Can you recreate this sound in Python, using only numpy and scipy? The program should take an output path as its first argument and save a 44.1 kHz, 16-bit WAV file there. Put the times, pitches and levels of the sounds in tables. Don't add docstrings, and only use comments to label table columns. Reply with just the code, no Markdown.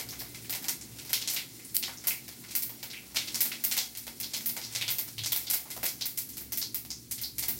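import sys
import numpy as np
from scipy import signal
from scipy.fft import rfft, irfft, next_fast_len
from scipy.io import wavfile
from scipy.ndimage import uniform_filter1d

SR = 44100
rng = np.random.default_rng(int(sys.argv[2]) if len(sys.argv) > 2 else 0)


def pcm_store(signal):
    levels = np.round(np.clip(np.atleast_2d(signal), -1, 1) * 32767)
    wavfile.write(sys.argv[1], SR, levels.astype(np.int16).T)


N = 335005
TAIL_SAMPLES = 16384

# start in seconds, snap level in dB,
# brightness in dB per octave, level of the steam spit in dB.
CRACKS = [(0.0, -3.5, -3, -13), (0.089, -15, 2.5, -9), (0.1924, -12, 2.5, -10), (0.2092, -10.5, -5.5, -9),
          (0.4963, -2.5, -2, 4), (0.5266, -5, -4, -10), (0.55, -3, -2, -12), (0.624, -11, -2.4, -11),
          (0.6432, -5, -4, -18), (0.6834, 3, -1, -6), (1.05, -14, -3, -12), (1.094, -5.5, -2.5, -10),
          (1.1314, 1.5, 1.2, -4), (1.2995, -2.5, 1, -6), (1.335, -3.5, -1.7, 3), (1.7453, -4.5, -0.5, 9.5),
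          (2.04, -9.5, -3.5, -14), (2.071, 4, 1, 8), (2.2801, -10, -3, -17), (2.5521, 2, -0.5, 9.5),
          (2.6227, -4, 1, 5.5), (2.6937, -14, -5.5, -5), (2.8292, -10, -4.5, -4), (3.1469, -6.5, -3, -11),
          (3.3445, -1.5, -1.5, -12), (3.406, 5.5, 0, 13), (3.451, -2.5, -2.5, -14), (3.639, 2, -1, 11.5),
          (3.7146, -1, 0, -8), (3.7682, -1.5, -4.5, 6), (3.9722, -8, 0.5, -8), (4.0681, -6, -3.5, -21),
          (4.2008, -4, 0, -1), (4.366, -8, -2, -3), (4.408, -12, -3, -10), (4.4595, -4, -0.5, 10.5),
          (4.488, -4, -1, -10), (4.566, -2.5, -4, -14), (4.8811, -4, -1.5, -11), (4.9028, -1.3, -1.5, 8),
          (4.9847, -0.5, -2, 7), (5.076, -10.5, -2.5, -23), (5.26, -4, -1, -10), (5.3202, 1, -1.6, 8),
          (5.3625, -0.5, -1.3, 7.5), (5.5003, 3.5, 1.2, -7), (5.5336, 3.5, -1.5, 8),
          (5.7032, -4.5, -1.4, -16), (5.7649, -15, 1, -9), (5.831, -1.2, -5, 7), (5.8541, 3, -0.5, -1),
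          (6.0557, -4, -1, 5.5), (6.1748, -0.5, 2, -2), (6.2894, -13.5, 2.5, -14),
          (6.3701, -6.5, -0.4, -13), (6.4083, -23, -7, -5), (6.5213, -3, -1, 1), (6.5734, -2.5, 1.7, 4.5),
          (6.7453, -3.5, -0.4, 5), (6.8505, -14.5, -2.5, -14), (7.1115, -4.5, 1.5, -19),
          (7.2151, -7.5, 0, 1), (7.3828, -0.3, 1, -5), (7.427, -2, -2, -5), (7.4832, -2, -2.5, 10)]

def husk_cracks(spit_hz=14500, spit_q=2.14):
    out, hz = np.zeros(N), bins(TAIL_SAMPLES)
    spit = burst_ring(hz, spit_hz, spit_q)
    for start, snap_db, tilt_db, spit_db in CRACKS:
        add(out, start, from_db(snap_db) * in_kitchen(snap(hz, tilt_db)))
        add(out, start, from_db(spit_db) * in_kitchen(spit))
    return out


# frequency in Hz, level in dB.
SNAP_COLOUR = [(150, -22.5), (500, -14.5), (900, -10.5), (1150, -14), (1700, -8.5), (2050, -6.5),
               (2700, -6), (3800, -2.5), (4800, 1.5), (7000, 0), (10000, 1), (13300, 5), (15700, -1.5)]

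def snap(hz, tilt_db, pivot_hz=5000):
    octaves = np.log2(np.maximum(hz, pivot_hz / 10) / pivot_hz)
    return causal(colour(SNAP_COLOUR, hz) * from_db(tilt_db * octaves))


# start in seconds, ring level in dB, pitch in Hz,
# relative sharpness (a sharper ring lasts more cycles).
BUBBLES = [(0.0888, -5, 4550, 1.8), (0.1074, -2.5, 6060, 3), (0.125, -11, 1400, 0.36),
           (0.1928, -1, 4830, 2.7), (0.3451, -10, 4200, 0.45), (0.4462, -12.5, 2560, 1.2),
           (0.5253, -3, 3430, 0.84), (0.6833, 2.5, 6390, 1.1), (0.811, -7, 6150, 0.95),
           (0.986, -7.5, 4350, 0.57), (1.074, -9, 5130, 1.9), (1.1312, 10.5, 4140, 0.9),
           (1.2143, 2.5, 4400, 1.04), (1.2753, 8, 5330, 0.94), (1.3633, 5.5, 3450, 0.77),
           (1.592, -14.5, 2250, 1.5), (1.6465, -8, 9400, 1.7), (1.8271, 7, 4140, 0.98),
           (1.881, -2.2, 1110, 0.66), (1.9734, -5.5, 5900, 2.9), (2.07, -5, 950, 0.4),
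           (2.1068, 4.5, 2480, 2), (2.4368, -15, 2150, 0.33), (2.4835, -11.5, 4500, 0.79),
           (2.508, -7, 5430, 0.49), (2.8293, -4.5, 4200, 0.99), (2.9013, -3.5, 4370, 1.23),
           (2.9329, -3, 2560, 1.1), (2.966, -2.5, 2570, 2.6), (3.1601, 11.5, 3830, 0.86),
           (3.2742, 0.5, 4130, 1), (3.3452, 4.5, 5700, 1.04), (3.5174, 1, 3080, 0.72),
           (3.713, 5, 4220, 0.6), (3.7763, 10.5, 4800, 0.98), (3.951, -10.5, 5130, 0.48),
           (4.231, 2.5, 4500, 1.34), (4.3353, 5.5, 4870, 0.84), (4.615, -3.5, 4360, 1.1),
           (4.6386, 1.5, 5200, 1.76), (4.7237, -8, 5540, 0.6), (4.7501, 6, 4330, 0.73),
           (4.812, 10, 3250, 1.35), (4.8797, 6.5, 3850, 1.05), (5.1811, 7.5, 3630, 1.92),
           (5.2362, 2, 4700, 0.83), (5.26, 5, 5600, 1.4), (5.3203, 9, 3670, 2.9), (5.4689, 3, 4220, 1.6),
           (5.6554, -9.5, 830, 1.3), (5.7655, -1.7, 680, 0.79), (5.88, 1, 5530, 1.9),
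           (6.0106, 8, 4470, 1.58), (6.3325, -10, 7100, 2.1), (6.5215, 3, 5940, 5.3),
           (6.6155, 7.5, 4750, 1.67), (6.904, 4.5, 5500, 1.9), (7.1109, 0, 8600, 1.2),
           (7.18, -6.5, 4760, 0.66), (7.234, 7, 4600, 2.7), (7.4262, -1, 5400, 1),
           (7.5893, -0.5, 5650, 1.3)]

def bubbles(narrowing=1.2):
    out, hz = np.zeros(N), bins(TAIL_SAMPLES)
    skin = snap(hz, tilt_db=-3)
    for start, ring_db, pitch_hz, sharpness in BUBBLES:
        skin_db = ring_db - 12.5 - 4.5 * np.log2(sharpness)
        ring = burst_ring(hz, pitch_hz, sharpness * narrowing)
        add(out, start, from_db(skin_db) * in_kitchen(skin))
        add(out, start, from_db(ring_db) * in_kitchen(ring))
    return out


def burst_ring(hz, centre_hz, q, damping=1.7):
    detuning = q * (hz / centre_hz - centre_hz / hz)
    return 1 / (1 + 1j * damping * detuning - detuning ** 2)


# time in seconds, fine froth in dB, coarse froth in relative dB.
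SIZZLE_LEVELS = [(0.0, -49.5, -53.5), (0.48, -47.5, -59), (0.6, -60, -60), (0.96, -49, -58),
                 (1.3, -56, -56), (1.48, -48.5, -62.5), (1.96, -49.5, -60.5), (3.16, -50.5, -59),
                 (3.3, -45, -54), (4.12, -49.5, -62.5), (4.92, -46, -52), (5.08, -51, -66),
                 (5.44, -45, -58), (5.56, -49, -56.5), (6.92, -54.0, -72), (7.38, -50, -69),
                 (7.58, -48.5, -69)]
# frequency in Hz, level in dB.
SIZZLE_COLOUR = [(290, -21), (500, -6), (891, -9.5), (1110, -12), (1190, -12.5), (2280, -12), (3220, -11.5),
                 (4180, -5.5), (6740, -6.5), (14100, -6), (15800, -3)]

def sizzle(bursts_per_s=130, low_hz=2400, high_hz=14000, pitches=8, split_hz=3200):
    bursts, hz = np.zeros(N), bins(TAIL_SAMPLES)
    for pitch_hz in np.geomspace(low_hz, high_hz, pitches):
        strengths = from_db(3 * np.minimum(rng.exponential(1, N), 3))
        clicks = strengths * (rng.random(N) < bursts_per_s / pitches / SR)
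        pop = in_kitchen(resonance(hz, pitch_hz, q=0.86))
        bursts += signal.oaconvolve(clicks, pop)[:N]
    hiss = from_db(-0.5) * rng.standard_normal(N)
    froth = filtered(unit_rms(bursts) + hiss, lambda hz: colour(SIZZLE_COLOUR, hz))
    fine = signal.sosfilt(signal.butter(3, split_hz, "high", fs=SR, output="sos"), froth)
    coarse = signal.sosfilt(signal.butter(3, split_hz, "low", fs=SR, output="sos"), froth)
    fine_db, coarse_db = in_time(SIZZLE_LEVELS)
    return from_db(fine_db) * unit_rms(fine) + from_db(coarse_db - 2.5) * unit_rms(coarse)


# start in seconds, level in dB.
TICKS = [(1.767, -3.5), (1.797, -25), (3.17, -23), (3.7765, -22)]
# pitch in Hz, width in Hz, relative level in dB.
TICK_MODES = [(3080, 200, 4), (4700, 280, 13), (5500, 580, 6), (8800, 1500, 8.5), (12000, 4500, 9)]

def dry_ticks(room_db=-7.0, low_cut_hz=1500):
    out, hz = np.zeros(N), bins(TAIL_SAMPLES)
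    tick = ringing(hz, TICK_MODES) / (1 + low_cut_hz / (1j * hz))
    for start, db in TICKS:
        room = from_db(room_db) * in_kitchen(tick)
        add(out, start, from_db(db) * (irfft(tick) + room))
    return out


# time in seconds, relative level in dB.
ROAR_LEVELS = [(0.0, -53.5), (0.7, -52), (1.02, -54.5), (3.1, -56), (3.4, -52), (4.0, -62), (4.14, -55.5),
               (5.4, -56), (5.58, -58), (5.82, -55), (6.2, -56.5), (6.42, -53.5), (7.28, -57.5),
               (7.58, -50.5)]
# frequency in Hz, level in dB.
ROAR_COLOUR = [(20, -34), (45, -23), (85, -16.5), (135, 0.5), (155, 0), (200, 2), (290, 2.5), (345, 0.5),
               (450, -8.5), (650, -23.5), (1200, -23), (4000, -21.5)]

def flame_roar():
    roar = filtered(rng.standard_normal(N), lambda hz: colour(ROAR_COLOUR, hz))
    return from_db(in_time(ROAR_LEVELS)[0] + 0.5) * unit_rms(roar)


# pitch in Hz, rough width in Hz, level offset in dB.
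FLAME_MODES = [(65.5, 6.8, -0.5), (117, 11.3, 0), (234.1, 5.3, -3)]
# time in seconds, relative level in dB.
DRONE_LEVELS = [(0.0, -68), (0.12, -57), (0.66, -71), (0.88, -62), (1.66, -74.0), (1.76, -65.0),
                (2.94, -71), (3.12, -61), (3.62, -73), (4.06, -64), (5.08, -74), (5.22, -60.0), (5.44, -67),
                (5.82, -63), (6.2, -75), (6.4, -57.5), (6.6, -63.5), (7.58, -57.5)]
THROB_LEVELS = [(0.0, -55), (0.08, -55.5), (0.52, -54), (0.64, -70), (0.9, -53), (1.28, -60.5),
                (2.82, -60.5), (3.1, -66.5), (3.28, -51), (3.42, -65), (4.64, -60), (4.86, -47),
                (5.0, -62.5), (5.22, -45), (5.62, -72), (5.7, -60.5), (7.46, -57), (7.58, -54)]
HUM_LEVELS = [(0.0, -68), (0.48, -62), (1.5, -67), (1.94, -61), (2.16, -73), (2.26, -56.5), (3.06, -68),
              (3.26, -55.5), (3.74, -56), (3.82, -61.5), (4.58, -52), (4.7, -68), (6.12, -67.5), (6.9, -58),
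              (7.24, -63), (7.58, -58)]

def flame_tones(drone_boost_db=0.5):
    out = np.zeros(N)
    swells = in_time(DRONE_LEVELS)[0] + drone_boost_db, in_time(THROB_LEVELS)[0], in_time(HUM_LEVELS)[0]
    for (pitch_hz, width_hz, db), swell_db in zip(FLAME_MODES, swells):
        out += from_db(db + swell_db) * low_tone(pitch_hz, width_hz)
    return out


def low_tone(pitch_hz, width_hz, even_s=0.25):
    q = pitch_hz / width_hz / 2
    tone = unit_rms(filtered(rng.standard_normal(N), lambda hz: resonance(hz, pitch_hz, q) ** 2))
    slow_power = uniform_filter1d(tone ** 2, int(even_s * SR))
    return unit_rms(tone / np.sqrt(slow_power + 0.062))


# pitch in Hz, width in Hz, relative level in dB.
BOWL_MODES = [(745.6, 4.6, 5.5), (927, 11, 1), (1452, 104, -8), (2089, 118, 2), (2282, 14, 5.5),
              (2600, 63, -5), (2870, 8.3, -27), (3330, 9.4, 2), (4250, 45, -9), (5200, 340, -18)]

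def wok(sound, gain_db=0.36):
    return from_db(gain_db) * filtered(sound, lambda hz: 1 + ringing(hz, BOWL_MODES))


SHARED_ECHOES = rng.standard_normal(TAIL_SAMPLES)

def in_kitchen(spectrum, fade_60db_s=0.28, ceiling_delay_s=0.011, shared=0.14):
    t = np.arange(TAIL_SAMPLES) / SR
    walls = from_db(-60 * t / fade_60db_s)
    bowl = from_db(9) * np.exp(-t / 0.00036)
    since_ceiling = t - ceiling_delay_s - rng.uniform(-0.0005, 0.0008)
    ceiling = from_db(6) * np.exp(-np.abs(since_ceiling) / 0.0014) * (since_ceiling > 0)
    envelope = np.sqrt(walls ** 2 + bowl ** 2 + ceiling ** 2)
    pattern = np.sqrt(shared) * SHARED_ECHOES + np.sqrt(1 - shared) * rng.standard_normal(TAIL_SAMPLES)
    unevenness = np.log(from_db(5.5)) * np.exp(-t / 0.014)
    lumps = np.repeat(np.clip(rng.standard_normal(TAIL_SAMPLES // 16), -2, 2), 16)
    echoes = pattern * envelope * np.exp(unevenness * lumps - unevenness ** 2)
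    echoes /= np.linalg.norm(echoes)
    echoes[0] = from_db(-18.5)
    echoes[np.argmax(since_ceiling > 0)] = from_db(-31)
    echoes /= np.linalg.norm(echoes)
    return irfft(spectrum * rfft(echoes))


def resonance(hz, centre_hz, q):
    return 1 / (1 + 1j * q * (hz / centre_hz - centre_hz / hz))


def ringing(hz, modes):
    return sum(from_db(db) * resonance(hz, pitch, pitch / width) for pitch, width, db in modes)


def colour(points, hz):
    point_hz, point_db = np.transpose(points)
    return from_db(np.interp(np.log(hz), np.log(point_hz), point_db))


def causal(gain):
    cepstrum = irfft(np.log(gain + 1e-6))
    half = len(cepstrum) // 2
    return np.exp(rfft(np.r_[cepstrum[0], 2 * cepstrum[1:half], np.zeros(half)]))


def filtered(sound, response):
    size = 2 * next_fast_len(N // 2 + TAIL_SAMPLES)
    return irfft(rfft(sound, size) * response(bins(size)))[:N]


def bins(size):
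    return np.maximum(np.arange(size // 2 + 1) * SR / size, 1)


def in_time(rows):
    seconds, *columns = np.transpose(rows)
    return [np.interp(np.arange(N) / SR, seconds, column) for column in columns]


def from_db(db):
    return 10 ** (np.asarray(db) / 20)


def unit_rms(sound):
    return sound / np.sqrt(np.mean(sound ** 2) + 1e-20)


def add(out, start_s, sound):
    start = round(start_s * SR)
    part = sound[:max(N - start, 0)]
    out[start:start + len(part)] += part


def scene():
    frying = wok(husk_cracks() + bubbles() + sizzle())
    sound = frying + dry_ticks() + flame_roar() + flame_tones()
    return np.array([sound, sound])


def record(dry, cutoff_hz=15900):
    return signal.sosfilt(signal.ellip(12, 0.1, 80, cutoff_hz, fs=SR, output="sos"), dry)


dry = scene()
out = record(dry)
pcm_store(out)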